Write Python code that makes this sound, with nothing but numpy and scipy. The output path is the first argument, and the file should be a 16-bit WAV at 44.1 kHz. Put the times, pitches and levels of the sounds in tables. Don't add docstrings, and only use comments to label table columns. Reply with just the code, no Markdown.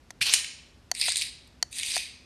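import sys
import numpy as np
from scipy import signal
from scipy.fft import rfft, irfft, next_fast_len
from scipy.io import wavfile
from scipy.ndimage import map_coordinates

SR = 44100
rng = np.random.default_rng(int(sys.argv[2]) if len(sys.argv) > 2 else 0)


def gain_from_db(level_db):
    decades = np.asarray(level_db, float) / 20
    return 10 ** decades


def wav_out(sig):
    wavfile.write(sys.argv[1], SR, np.round(np.clip(np.atleast_2d(sig).T, -1, 1) * 32767).astype(np.int16))


N = 99225


def along(points, hz):
    point_hz, value = np.transpose(points)
    return np.interp(np.log(hz + 1), np.log(point_hz + 1), value)


def resonance(f, centre_hz, width_hz):
    damping = 1j * f * width_hz
    return damping / (centre_hz ** 2 - f * f + damping)


def high_pass(f, edge_hz):
    return -f * f / (edge_hz ** 2 - f * f + 1.2j * f * edge_hz)


def filtered(x, response):
    size = next_fast_len(N + 8192)
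    spectrum = rfft(x, size) * response(np.fft.rfftfreq(size, 1 / SR))
    return irfft(spectrum, size)[..., :N]


def noise(response):
    white = rng.standard_normal(N)
    return white, 1 / np.std(filtered(white, response))


def puffs(rows, rise_s):
    start, gain, decay = np.transpose(rows)[..., None]
    t = np.arange(SR // 40) / SR
    rise = 1 - np.exp(-(t / rise_s) ** 2)
    shape = gain * rise * np.exp(-t / np.maximum(decay, 1e-4))
    at = (start * SR).astype(int) + np.arange(len(t))
    return np.bincount(at.ravel(), shape.ravel(), N + SR)[:N]


def hall(x):
    # frequency in Hz, time to fall by 60 dB in seconds.
    ring_times = [(500, 0.72), (2500, 0.65), (5000, 0.62), (9000, 0.45), (13000, 0.24)]
    hz, t, z = signal.stft(rng.standard_normal(SR), SR, nperseg=256)
    fading = z * gain_from_db(-60 * t / along(ring_times, hz)[:, None])
    tail = signal.istft(fading, SR, nperseg=256)[1]
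    delayed = np.pad(x, (400, 0))
    return signal.fftconvolve(delayed, tail / np.linalg.norm(tail))[:N]


def room_tone():
    # frequency in Hz, level in dB per Hz.
    air_curve = [(20, -28.5), (40, -6), (62, 2), (130, -7.5), (330, -13), (700, -20), (5000, -29),
                 (13500, -42.5)]
    hum_hz, hum_width_hz = 250, 14
    air = lambda f: gain_from_db(along(air_curve, f))
    hum = lambda f: 1 / (1 + (2 * (f - hum_hz) / hum_width_hz) ** 2)
    out = np.zeros(N)
    for level_db, colour in ((-57.5, air), (-70.5, hum)):
        white, gain = noise(colour)
        out += gain_from_db(level_db) * gain * filtered(white, colour)
    return out


def claws():
    # start in seconds, level in dB, decay in ms, centre in Hz, width in Hz.
    ticks = [
        (.1048, -27.5, 2.25, 5200, 2900),
        (.2105, -25.5, 3.5, 1600, 352),
        (0.212, -22.5, 12.5, 2360, 590),
        (0.215, -37, 6.9, 4170, 700),
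        (0.219, -30, 9.7, 9000, 1790),
        (0.339, -15, 4.4, 9200, 2500),
        (1.473, -49, 3.1, 8300, 5000),
    ]
    out = np.zeros(N)
    for start, db, ms, centre_hz, width_hz in ticks:
        colour = lambda f: resonance(f, centre_hz, 1.5 * width_hz) ** 2
        white, gain = noise(colour)
        swell = puffs([(start, gain_from_db(db), ms / 1000)], 0.0014)
        out += gain * filtered(np.sign(white) * swell, colour)
    return out


def toy():
    # start in seconds, peak in dB, extra brightness in dB, hollow knock in dB.
    snaps = [
        (.1056, -26, -15, -1.5),
        (0.9151, -14.5, 3, 0.9),
        (1.083, -14, -30, 2),
        (1.6266, -15, 3.4, -2),
        (1.966, -14, -7, 3.5),
    ]
    # frequency in Hz, level in dB, time to fall by 60 dB in seconds.
    shell_tones = [(737.5, -7.5, 0.023), (952, -9, 0.02), (1463, -13.5, 0.021), (1768, -5, 0.0114),
                   (1930, -3.5, 0.013), (3140, -13.5, 0.026), (4447, 2.5, 0.025), (5840, 0, 0.012),
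                   (6350, 7, 0.0073), (6860, -1, 0.012), (8400, -7, 0.012), (9210, -5.5, 0.0075),
                   (12100, -52, 0.0075), (12900, -20, .008)]
    bright_above_hz, scatter_db = 2600, 1.5
    knock_ring_s, longest_ring_s, choked_after_s = .04, .03, .0075
    rattle_db, rattle_t60 = -10.5, 0.01

    out, t = np.zeros(N + SR), np.arange(SR // 10) / SR
    hz, level_db, t60 = np.transpose(shell_tones)[..., None]
    is_knock = hz == hz.min()
    t60 = np.minimum(t60, np.where(is_knock, knock_ring_s, longest_ring_s))
    choke = np.exp(-(~is_knock).astype(float) * (t / choked_after_s) ** 2)
    fade = 1000 ** (-t / t60) * choke
    rise = 1 - np.exp(-t / .0003)
    for start, db, bright_db, knock_db in snaps:
        tone_db = level_db + bright_db * (hz > bright_above_hz) + knock_db * is_knock
        gain = gain_from_db(tone_db + scatter_db * rng.standard_normal(hz.shape))
        ring = (gain * fade * np.sin(2 * np.pi * hz * t)).sum(0) * rise
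        rattle_fade = 1000 ** (-t / rattle_t60)
        rattle = gain_from_db(rattle_db + bright_db) * rattle_fade * rng.standard_normal(len(t))
        out[round(start * SR):][:len(t)] += gain_from_db(db - 4) * (ring + rattle)
    dry = filtered(out[:N], lambda f: high_pass(f, 550))
    return dry + gain_from_db(-29) * hall(dry)


def hiss(effort, bursts, mouth, edge_hz, leak_db):
    t = np.arange(N) / SR
    s, db, teeth_db = np.transpose(effort)
    flow = gain_from_db(np.interp(t, s, db, left=-120, right=-120))

    bubbles_per_s, bubble_s, bubble_db, bubble_spread_db = 150, .001, 2.5, 6
    burst_rise_s, burst_db = .0006, -3
    draw = rng.random((400, 2))
    when = s[0] + np.cumsum(-np.log(draw[:, 0])) / bubbles_per_s
    size = gain_from_db(bubble_db + bubble_spread_db * (2 * draw[:, 1] - 1.5))
    rows = np.c_[when, size, np.full(len(when), bubble_s)]
    bubbles = puffs(rows[when < s[-1]], burst_rise_s)
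    rows = [(start - burst_rise_s, gain_from_db(peak_db + burst_db), ms / 1000) for start, peak_db, ms in bursts]
    big = puffs(rows, burst_rise_s)

    def tract(f):
        bands = []
        for k, (centre_hz, width_hz, level_db) in enumerate(mouth):
            band = resonance(f, centre_hz, max(width_hz, 350))
            bands.append((-1) ** k * gain_from_db(level_db) * high_pass(f, edge_hz) ** 3 * band)
        bands.append(gain_from_db(leak_db) * resonance(f, 900, 900))
        return np.array(bands)

    white, gain = noise(lambda f: tract(f).sum(0))
    bands = filtered(white * flow * (0.85 + bubbles) + np.sign(white) * big, tract)

    shifts_per_s, shift_db = 45, 2.2
    knots = rng.standard_normal((len(bands), int(N / SR * shifts_per_s) + 4))
    waver_db = shift_db * np.array([map_coordinates(k, [t * shifts_per_s]) for k in knots])
    upper = np.array([centre_hz > 5500 for centre_hz, _, _ in mouth] + [False])[:, None]
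    return gain * (bands * gain_from_db(waver_db + upper * np.interp(t, s, teeth_db))).sum(0)


def cat():
    # time in seconds, effort in dB, extra sharpness at the teeth in dB.
    efforts = [
        [(.207, -51, -3.5), (.213, -23, -7.5), (.226, -16, -9), (.236, -32, -2.5), (.252, -33.5, -5.5),
         (.264, -20, -3.5), (.3, -29.5, -6.5), (.345, -27.5, 4), (.4, -37, -1)],
        [(.94, -53, 4.5), (.952, -44, -0.5), (.985, -38.5, 0.5), (1.015, -31, -2.5), (1.085, -27, 1.5),
         (1.14, -34.5, -0.5), (1.17, -34.5, 2.5), (1.225, -32, -0.5), (1.3, -43, -8.5)],
        [(1.71, -60, 5.5), (1.73, -49, 3), (1.765, -39.5, 5.5), (1.79, -36, -2.5), (1.86, -34.5, 1),
         (1.92, -31.5, -2), (1.97, -30, -0.5), (2.0, -36, -4), (2.1, -49, -10)],
    ]
    # start in seconds, peak in dB, length in ms.
    spit_bursts = [(0.284, -12, 0.81), (.294, -15.5, 4.9), (0.326, -20.5, 1.3), (0.3374, -4.5, 2.16),
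                   (0.3429, -14.5, 1.3), (0.444, -23.5, 4.4)]
    middle_bursts = [(.950, -24, 2), (0.965, -33, 1.1), (0.998, -16.5, 1.18), (1.013, -13.5, 3.04),
                     (1.026, -17, 1.6), (1.056, -17, 1.2), (1.063, -11, 0.78), (1.081, -22, 1.1),
                     (1.0907, -18, 1), (1.102, -13.5, 1.2), (1.12, -17, 2.5), (1.145, -10, 0.4),
                     (1.158, -9.5, 1.33), (1.169, -16, 1.9), (1.178, -15, 0.83), (1.205, -24, 0.48),
                     (1.213, -13, 1.16), (1.2198, -13, 1.44), (1.2245, -18, 0.63)]
    last_bursts = [(1.727, -33.5, 2.7), (1.756, -37, 1.5), (1.785, -15, 1.16), (1.79, -16.5, 1.04),
                   (1.797, -18, 1.7), (1.811, -19, 0.78), (1.832, -14.5, 1.8), (1.862, -20, 1),
                   (1.886, -29, 1.05), (1.9045, -22, 1.4), (1.9177, -14, 1.1), (1.939, -25, 1.1),
                   (1.9456, -20, 1.6), (1.9514, -10.5, 0.57), (1.9586, -2.5, 0.5), (1.964, -16, 1.2),
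                   (1.978, -14, 1.4)]
    # centre in Hz, width in Hz, level in dB.
    spit_mouth = [(1600, 600, -12.5), (2500, 550, -0.5), (4080, 1120, -1.5), (5940, 1900, -2),
                  (8830, 1620, -4.5), (13500, 2400, -21.5)]
    middle_mouth = [(1970, 530, -4.5), (2480, 550, -2.5), (3910, 565, 0), (4960, 630, -0.5),
                    (6200, 2000, -8.5), (8810, 940, -1.5), (12600, 1200, -29.5)]
    last_mouth = [(1850, 400, -7.5), (2500, 510, -3), (3807, 480, -1.5), (4857, 604, -4), (6060, 880, -7),
                  (8840, 1010, -3.5), (12600, 400, -32)]
    edges_hz = [1400, 1750, 1750]
    leaks_db = [-20, -27, -27.5]
    hall_levels_db = [-9, -12, -9.5]
    all_bursts = (spit_bursts, middle_bursts, last_bursts)
    mouths = (spit_mouth, middle_mouth, last_mouth)
    out = np.zeros(N)
    for *settings, hall_db in zip(efforts, all_bursts, mouths, edges_hz, leaks_db, hall_levels_db):
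        dry = hiss(*settings)
        out += dry + gain_from_db(hall_db) * hall(dry)
    return out


def paw():
    # level in dB, first pitch in Hz, last pitch in Hz, time to fall by 60 dB in seconds.
    thump = (-39, 190, 75, .095)
    db, first_hz, last_hz, t60 = thump
    t = np.maximum(np.arange(N) / SR - .212, 0)
    hz = last_hz + (first_hz - last_hz) * np.exp(-t / 0.013)
    phase = 2 * np.pi * np.cumsum(hz * (t > 0)) / SR
    return gain_from_db(db) * 1000 ** (-t / t60) * np.sin(phase)


def tongue_pops():
    # start in seconds, level in dB, decay in ms, pitch in Hz.
    pops = [
        (.327, -22, 2.5, 7500),
        (.9645, -31, 1.5, 4600),
        (1.727, -28, 1.6, 2520),
        (1.8305, -22, 1.6, 2450),
        (2.078, -35, 2, 3100),
    ]
    t = np.arange(N) / SR
    out = np.zeros(N)
    for start, db, ms, hz in pops:
        out += puffs([(start, gain_from_db(db), ms / 1000)], .001) * np.sin(2 * np.pi * hz * t)
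    return out


def scene():
    return (room_tone() + claws() + toy() + cat() + paw() + tongue_pops())[None]


def low_pass(x):
    return signal.sosfilt(signal.butter(12, 14010, fs=SR, output="sos"), x)


def record(dry):
    top_hz, slope_hz = 12950, 60
    band = lambda f: 1 / (1 + np.exp(np.clip((f - top_hz) / slope_hz, -50, 5)))
    return low_pass(filtered(dry, band))


dry = scene()
out = record(dry)
wav_out(out)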